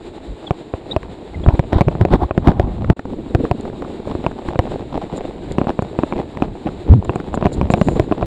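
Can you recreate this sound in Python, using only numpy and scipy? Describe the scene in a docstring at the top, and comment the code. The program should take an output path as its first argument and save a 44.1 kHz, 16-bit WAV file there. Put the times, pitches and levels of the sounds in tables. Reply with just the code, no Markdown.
"""A bicycle rolls slowly through fresh snow, heard through a camera on the rider.
From the start tyres crunch (dense fractures) and hiss (filtered noise) under a rumble of air and its gusts.
Squeaks (gliding sines) come early, snow clumps knock on the housing (damped modes), small lumps snap.
From about 1.5 s gusts overload the microphone and blown snow rasps across it; the level dips briefly near 2.9 s.
Later, fine ice ticks on the housing, and near 6.9 s a strong eddy throbs at the microphone port."""
import sys
import numpy as np
from scipy import signal
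from scipy.fft import rfft, irfft, next_fast_len
from scipy.io import wavfile
from scipy.ndimage import map_coordinates

SR = 44100
rng = np.random.default_rng(int(sys.argv[2]) if len(sys.argv) > 2 else 0)


def persist_wave(psi):
    """Save psi, clipped to +-1, as 16-bit WAV."""
    counts = np.round(np.clip(psi, -1, 1) * 32767).astype(np.int16)
    wavfile.write(sys.argv[1], SR, np.atleast_2d(counts).T)


N = 364245

# dull spectrum of snow being packed: (frequency [Hz], relative level [dB])
PACKING_SPECTRUM = [(30, -8.5), (110, -7.5), (220, -2), (340, -2), (430, -6.5), (560, -15.5), (800, -31),
                    (3000, -72)]


def amp(db):
    """Decibels to gain."""
    return 10 ** (np.asarray(db) / 20)


def unit(x):
    """Scale to rms 1."""
    return x / np.sqrt(np.mean(x ** 2) + 1e-20)


def clock():
    """The time of every sample [s]."""
    return np.arange(N) / SR


def curves(rows):
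    """One value per sample for each column after the time, on straight lines between the rows."""
    s, *cols = np.transpose(rows)
    return [np.interp(clock(), s, c) for c in cols]


def wobble(rate):
    """A smooth random curve, rate knots a second."""
    knots = rng.standard_normal(int(N * rate / SR) + 4)
    return map_coordinates(knots, [np.arange(N) * rate / SR])


def coloured(x, points):
    """x through a causal minimum-phase filter with the given (Hz, dB) shape, at rms 1."""
    size = 2 * next_fast_len(N // 2 + SR // 8)
    hz, db = np.transpose(points)
    log_hz = np.log(np.fft.rfftfreq(size, 1 / SR) + 1)
    log_gain = np.log(amp(np.interp(log_hz, np.log(hz), db)))
    # folding the cepstrum onto positive time makes the filter causal
    cepstrum = irfft(log_gain)
    cepstrum[1:size // 2] *= 2
    cepstrum[size // 2 + 1:] = 0
    response = np.exp(rfft(cepstrum))
    return unit(irfft(rfft(x, size) * response)[:N])


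def noise(points):
    """Coloured noise of rms 1."""
    return coloured(rng.standard_normal(N), points)


def grains(rate, spread_db):
    """Random tiny fractures, on average rate a second, of very unequal size and random sign, at rms 1."""
    size = amp(spread_db * np.clip(rng.standard_normal(N), -2, 2))
    happens = rng.random(N) < rate / SR
    return unit(happens * size * np.sign(rng.standard_normal(N)))


def swell(centre, half):
    """A bell-shaped rise and fall, down to 1/e at half seconds from its centre."""
    return np.exp(-np.minimum(((clock() - centre) / half) ** 2, 100))


def add(track, s, sound):
    """Mix a sound into the track at time s."""
    part = track[max(round(s * SR), 0):][:len(sound)]
    part += sound[:len(part)]


def tyres():
    """Snow crumbles in dense fine fractures under the tread, swelling at every ridge, over a hiss of powder."""
    # how firmly the tyres pack the snow between ridges: (time [s], crunch level [dB])
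    crunch = [(0, -46.5), (1.3, -36), (2.97, -36.5), (3.3, -33.5), (3.9, -37), (6.9, -33), (8.26, -22.5)]
    # how brittle the snow is: (time [s], level of the crisp crunch relative to the dull one [dB])
    brittleness = [(2.9, -1), (3.1, -17), (3.8, -10.5), (4.4, -2.5), (6.2, -4), (8.26, -7)]
    # powder sliding off the tyres: (time [s], hiss level [dB])
    powder = [(0, -36), (1.6, -37), (2.9, -42.5), (3.4, -36), (8.26, -37.5)]
    # ridges of snow that crumble under a tyre: (centre [s], half length [s], crunch level [dB])
    ridges = [(0.92, 0.038, -30.5), (3.117, 0.041, -20.5), (3.215, 0.028, -23), (3.42, 0.1, -21.5),
              (3.725, 0.18, -25.5), (4.115, 0.033, -22.5), (4.218, 0.038, -25.5), (4.488, 0.047, -30.5),
              (4.744, 0.14, -29), (4.952, 0.035, -27), (5.156, 0.16, -27), (5.588, 0.017, -18.5),
              (5.7, 0.014, -18), (6.03, 0.027, -31), (6.188, 0.049, -23.5), (6.44, 0.043, -23),
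              (6.666, 0.032, -24.5), (6.903, 0.067, -27), (7.202, 0.02, -19.5), (7.432, 0.025, -29),
              (7.785, 0.18, -27.5), (7.981, 0.024, -17)]
    # spectra of breaking crust and sliding powder: (frequency [Hz], relative level [dB])
    crisp_spectrum = [(150, -7), (400, 0.5), (620, 12), (950, -3.5), (1400, -16.5), (2700, -15.5),
                      (12000, -68.5)]
    hiss_spectrum = [(180, 8), (350, 23), (520, 11), (900, 6), (1200, -2.5), (3200, -7), (3850, -2),
                     (5200, -20.5), (6150, -30), (7250, -12), (8300, -20.5), (16000, -53)]
    crust_ratio = 1.31  # pitch step from one size of snow crust to the next
    scrape_db = -12  # powder scraped off with the crisp crunch, relative to it

    packing_db, = curves(crunch)
    powder_db, = curves(powder)
    brittle_db, = curves(brittleness)
    load = amp(packing_db + 2 * wobble(rate=12))  # small random bumps in the snow
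    for s, half, db in ridges:
        load = np.hypot(load, amp(db) * swell(s, half))
    crisp_load = load * amp(brittle_db)

    clumps = amp(5.3 * wobble(rate=75))  # fractures come in bunches
    packing = coloured(grains(rate=1500, spread_db=4.5) * clumps, PACKING_SPECTRUM)
    crusts = np.zeros(N)
    for size in (-1, 0, 1):  # large, middling and small crusts
        spectrum = [(hz * crust_ratio ** size, db) for hz, db in crisp_spectrum]
        crusts += coloured(grains(rate=110, spread_db=5.0) * clumps, spectrum)
    crisp = unit(crusts)

    sliding = amp(powder_db + 2.3 * wobble(rate=25))
    hiss = noise(hiss_spectrum) * np.hypot(sliding, amp(scrape_db) * crisp_load)
    return load * packing + crisp_load * crisp + hiss


def wind():
    """Slow pressure lumps rumble on the microphone; each gust is a burst of low swing with extra rumble."""
    # air flow on the microphone: (time [s], rumble level [dB])
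    air = [(0, -50.5), (1.42, -38.5), (1.52, -28.5), (2.3, -32), (2.9, -21), (2.97, -39.5), (5.3, -37.5),
           (6.8, -35.5), (8.26, -27)]
    # gusts on the microphone: (centre [s], half length [s], buffet level [dB])
    gusts = [(0.311, 0.029, -25), (1.484, 0.0088, 3.5), (1.542, 0.009, -9), (1.768, 0.01, -4),
             (1.882, 0.0095, -6), (2.023, 0.015, -6.5), (2.137, 0.021, -12.5), (2.238, 0.019, -11),
             (2.49, 0.012, -3), (2.642, 0.1, -26), (2.908, 0.022, -11)]
    # spectrum of the rumble: (frequency [Hz], relative level [dB])
    rumble_spectrum = [(15, -14), (30, -3), (65, -0.5), (120, -5), (200, -9), (400, -25), (1000, -34.5),
                       (4000, -88.5)]

    air_db, = curves(air)
    churn = amp(air_db + 5.6 * wobble(rate=10))
    swings = np.zeros(N)
    for s, half, buffet_db in gusts:
        gust = swell(s, half)
        swing_hz = 58 * np.exp(0.33 * rng.standard_normal())
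        swing = np.sin(2 * np.pi * (swing_hz * clock() + rng.random()))
        swings += amp(buffet_db) * gust * swing
        churn += amp(buffet_db - 5.5) * gust
    return swings + churn * noise(rumble_spectrum)


def squeaks():
    """Something on the bicycle sticks and slips in brief gliding whistles with a faint octave."""
    # short squeaks: (centre [s], half length [s], pitch at centre before waver [Hz],
    # glide [octaves/s], level [dB])
    squeak_rows = [(.475, 0.0069, 3390, -9.5, -27.5), (0.916, .004, 3710, 16.5, -19.5),
                   (0.92, 0.0057, 3830, 1.5, -17), (1.35, 0.0055, 2070, -10, -32.5),
                   (1.441, 0.0022, 3370, 1, -30)]
    track = np.zeros(N)
    waver = 0.01 * wobble(rate=1000)  # octaves
    for s, half, hz, glide, db in squeak_rows:
        octaves = glide * np.clip(clock() - s, -2 * half, 2 * half) + waver
        phase = 2 * np.pi * np.cumsum(hz * 2 ** octaves) / SR
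        whistle = np.sin(phase) + amp(-37) * np.sin(2 * phase)
        track += amp(db) * swell(s, half) * whistle
    return track


def snow_covered_port(x):
    """The snow-covered port lets little treble or deep bass through."""
    port_low_hz, port_high_hz = 63, 2660
    muffled = signal.sosfilt(signal.butter(4, port_high_hz, fs=SR, output="sos"), x)
    return signal.sosfilt(signal.butter(2, port_low_hz, "highpass", fs=SR, output="sos"), muffled)


def knocks():
    """Each clump kicks all the housing's damped modes at once, pushes a low thud into the port and crumbles."""
    # snow clumps on the housing: (time [s], strength [dB],
    # hardness as tilt of the ring [dB/octave], pitch of the thud [Hz])
    clump_rows = [(0.5083, -6.5, 3, 155), (0.7382, -13, 0.5, 80), (0.9638, -5, 3, 82),
                  (1.4627, -9, -2, 173), (1.4871, -13, 10, 205), (1.594, -4.5, 2.5, 139),
                  (1.7307, -4.5, -4, 85), (1.809, 0, 1.5, 190), (1.8161, -6.5, 3, 80),
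                  (1.8839, -6.5, -1, 155), (1.9523, -15.5, -4, 150), (2.0123, -4.5, -6.5, 168),
                  (2.0513, -5.5, -2, 147), (2.1376, -2, -6, 192), (2.3096, -9, 4.5, 80),
                  (2.3779, -5.5, -1.5, 206), (2.4735, -1, -13, 130), (2.483, -2.5, -3, 191),
                  (2.5974, -4.5, 1, 104), (2.9007, 0, -6.5, 144), (3.349, 0.0, 0.5, 108),
                  (3.5129, -5, 3.5, 126), (4.1516, -13, -10, 80), (4.2645, -9.5, 12, 151),
                  (4.5573, -12.5, -0.5, 142), (4.591, -1, 6, 100), (5.5839, -7.5, 3, 220),
                  (5.6149, -10.5, 4, 270), (5.6703, -14.5, 3.5, 220), (5.7911, -9.5, 4.5, 205),
                  (5.8231, -15, -3, 120), (5.9892, -9.5, 3, 230), (6.0346, -10, 4.5, 300),
                  (6.1244, -13.5, 8, 209), (6.4225, -7, 5.5, 275), (6.9375, -11.5, -2, 131),
                  (7.0945, -9, 6.5, 121), (7.1584, -14, 7, 205), (7.3418, -12.5, 4, 232),
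                  (7.375, -14.5, 2, 257), (7.4259, -10.5, 4, 180), (7.4566, -5.5, -1, 173),
                  (7.4667, -8, 3, 125), (7.6133, -8.5, 6, 172), (7.7025, -7, 3.5, 218),
                  (7.7377, -5, 12.5, 192), (7.8138, -3.5, 4, 198), (7.8855, -5.5, 2, 124),
                  (7.997, -1, -0.5, 117), (8.1135, -11.5, -8, 290), (8.1233, -10, 5.5, 307),
                  (8.227, -9.5, 5.5, 80)]
    # modes of the housing: (frequency before detuning [Hz], level before tilt and scatter [dB],
    # time to fall 60 dB [s])
    housing = [(361.7, 3.5, 0.019), (565.7, -4, .03), (688.4, -4.5, 0.026), (964, -10.5, 0.018),
               (2424, -14.5, 0.0082)]
    thud_db, thud_t60_s = 6.5, 0.024
    contact_s = 0.0001  # softens the onset

    track = np.zeros(N)
    t = np.arange(SR // 12) / SR
    hz, mode_db, t60 = np.transpose(housing)[:, :, None]
    octaves = np.log2(np.minimum(hz, 1000) / 450)  # the tilt pivots at 450 Hz and stops at 1000 Hz
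    for s, db, tilt_db, thud_hz in clump_rows:
        detune, scatter_db = rng.standard_normal((2, len(housing), 1))
        mode_level = amp(mode_db + tilt_db * octaves + scatter_db - 60 * t / t60)
        modes = mode_level * np.sin(2 * np.pi * hz * np.exp(0.06 * detune) * t)
        thud = np.sin(2 * np.pi * thud_hz * t) * amp(thud_db - 60 * t / thud_t60_s)
        ring = (modes.sum(axis=0) + thud) * (1 - np.exp(-t / contact_s))
        # crumbs strike again at random after the first blow, ever more weakly
        crumb_happens = rng.random(len(t)) < 1400 / SR
        crumbs = crumb_happens * rng.uniform(-1.43, 1, len(t)) * amp(-11.5 - 60 * t / 0.027)
        blows = (t == 0) + crumbs
        add(track, s, amp(db) * signal.fftconvolve(ring, blows)[:len(t)])
    return snow_covered_port(track)


def lumps():
    """A small lump collapses under a tyre in a handful of quick damped snaps, each with its own pitch."""
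    # small lumps collapsing: (time [s], peak level [dB])
    lump_rows = [(1.031, -20), (2.517, -8), (2.844, -10.5), (2.993, -12.5), (3.054, -13), (3.452, -12.5),
                 (3.653, -11.5), (3.699, -16.5), (3.822, -13), (3.847, -19), (4.073, -10.5), (4.116, -19.5),
                 (4.312, -15.5), (4.486, -10.5), (4.673, -15), (4.758, -12.5), (4.976, -8), (5.702, -10.5),
                 (6.372, -11), (6.688, -13), (7.025, -13), (7.201, -11)]
    middle_hz, log_spread = 602, 0.56  # pitches of the snaps
    life_cycles = 1.38  # cycles until a snap falls to 1/e
    scatter_s = 0.001186  # mean delay of a snap

    track = np.zeros(N)
    t = np.arange(SR // 30) / SR
    for s, db in lump_rows:
        hz = middle_hz * np.exp(log_spread * rng.standard_normal(size=(7, 1)))
        age = np.maximum(t - scatter_s * rng.exponential(size=(7, 1)), 0)
        snaps = np.sin(2 * np.pi * hz * age) * np.exp(-hz * age / life_cycles)
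        collapse = snaps.sum(axis=0)
        add(track, s, amp(db) * collapse / np.abs(collapse).max())
    return track


def sprays():
    """Blown snow scrapes across the port: coarse grains rasp and fine ones fizz, in the same flurries."""
    # snow blown across the port: (centre [s], half length [s], rasp level [dB], fizz level [dB])
    spray_rows = [(1.5, .04, -26, -40), (1.768, .036, -17, -23), (2.015, .018, -23, -31),
                  (2.138, .02, -10, -18), (2.222, .021, -13, -30), (2.48, .033, -14, -24),
                  (2.64, .1, -29, -44), (2.91, .021, -25, -40), (7.968, .02, -26, -34)]
    # spectra of coarse and fine grains: (frequency [Hz], relative level [dB])
    rasp_spectrum = [(100, 5), (290, 25), (550, 6.5), (750, 17), (1100, 8.5), (1600, -11), (2600, -30.5),
                     (5200, -40.5)]
    fizz_spectrum = [(700, 19), (1900, 5), (2700, -4), (3700, 2), (6400, -23.5), (7600, -19.5),
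                     (15000, -52)]

    rasp_level = sum(amp(db) * swell(s, half) for s, half, db, _ in spray_rows)
    fizz_level = sum(amp(db) * swell(s, half) for s, half, _, db in spray_rows)
    flurries = amp(3.5 * wobble(rate=190))
    rasp = coloured(grains(rate=2100, spread_db=2.0) * flurries, rasp_spectrum)
    fizz = unit(noise(fizz_spectrum) * flurries)
    return rasp_level * rasp + fizz_level * fizz


def ice():
    """Sprays of crystals tick on the housing's high resonances."""
    # sprays of ice crystals: (centre [s], level [dB], half length [s])
    ice_rows = [(3.61, -32.5, 0.00098), (5.173, -42.5, 0.012), (5.522, -35, 0.0017), (5.824, -38, 0.0021),
                (7.049, -40.5, 0.0024), (7.157, -42, 0.0046), (7.349, -40.5, 0.0092), (7.535, -39.5, 0.014),
                (7.719, -38, 0.011), (7.884, -46.5, 0.12)]
    # spectrum of the ticks: (frequency [Hz], relative level [dB])
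    tinkle_spectrum = [(1500, -40), (4000, 0.5), (6200, -23), (7150, 7), (7900, -9), (9000, -9),
                       (10500, -25), (15000, -38)]
    level = sum(amp(db) * swell(s, half) for s, db, half in ice_rows)
    return level * coloured(grains(rate=3000, spread_db=5), tinkle_spectrum)


def eddy():
    """A lopsided pressure swing strikes, holds and fades to a weaker tail as its throb quickens, then slows."""
    start_s, length_s, ramp_s = 6.896, 0.11, 0.0077  # the ramp shapes both ends
    peak_db, hold_s, fall_db_per_s, tail_db = 6, 0.024, 316, -10.5
    base_hz, rise_octaves = 57.3, 1.2  # before the random waver
    fastest_s, rise_half_s = 0.068, 0.038  # the throb is fastest this long after the start

    age = clock() - start_s
    gate = np.clip(np.minimum(age, length_s - age) / ramp_s, 0, 1)
    fading_db = peak_db - fall_db_per_s * np.maximum(age - hold_s, 0)
    level = gate * amp(np.maximum(fading_db, tail_db))
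    hz = base_hz * 2 ** (rise_octaves * swell(start_s + fastest_s, rise_half_s))
    wavering_hz = hz * (1 + 0.093 * wobble(rate=90))
    phase = 2 * np.pi * np.cumsum(wavering_hz * (age > 0)) / SR
    lopsided = amp(-16.5) * np.sin(2 * phase)
    rough = amp(-28.5) * noise(PACKING_SPECTRUM)
    return -level * np.sin(phase) + gate * (lopsided + rough)


def scene():
    """Everything reaches the one microphone."""
    rolling = tyres() + lumps() + squeaks()
    housing = knocks() + ice()
    air = wind() + sprays() + eddy()
    return (rolling + housing + air)[None]


def record(dry):
    """The level dips briefly once; loud peaks clip, and a steep low-pass removes the highest treble."""
    top_hz = 16000
    # (time [s], level [dB])
    dip_db, = curves([(2.931, 0), (2.935, -32), (2.962, -32), (2.968, 0)])
    clipped = np.clip(dry * amp(dip_db), -1, 1)
    return signal.sosfiltfilt(signal.butter(12, top_hz, fs=SR, output="sos"), clipped)


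dry = scene()
out = record(dry)
persist_wave(out)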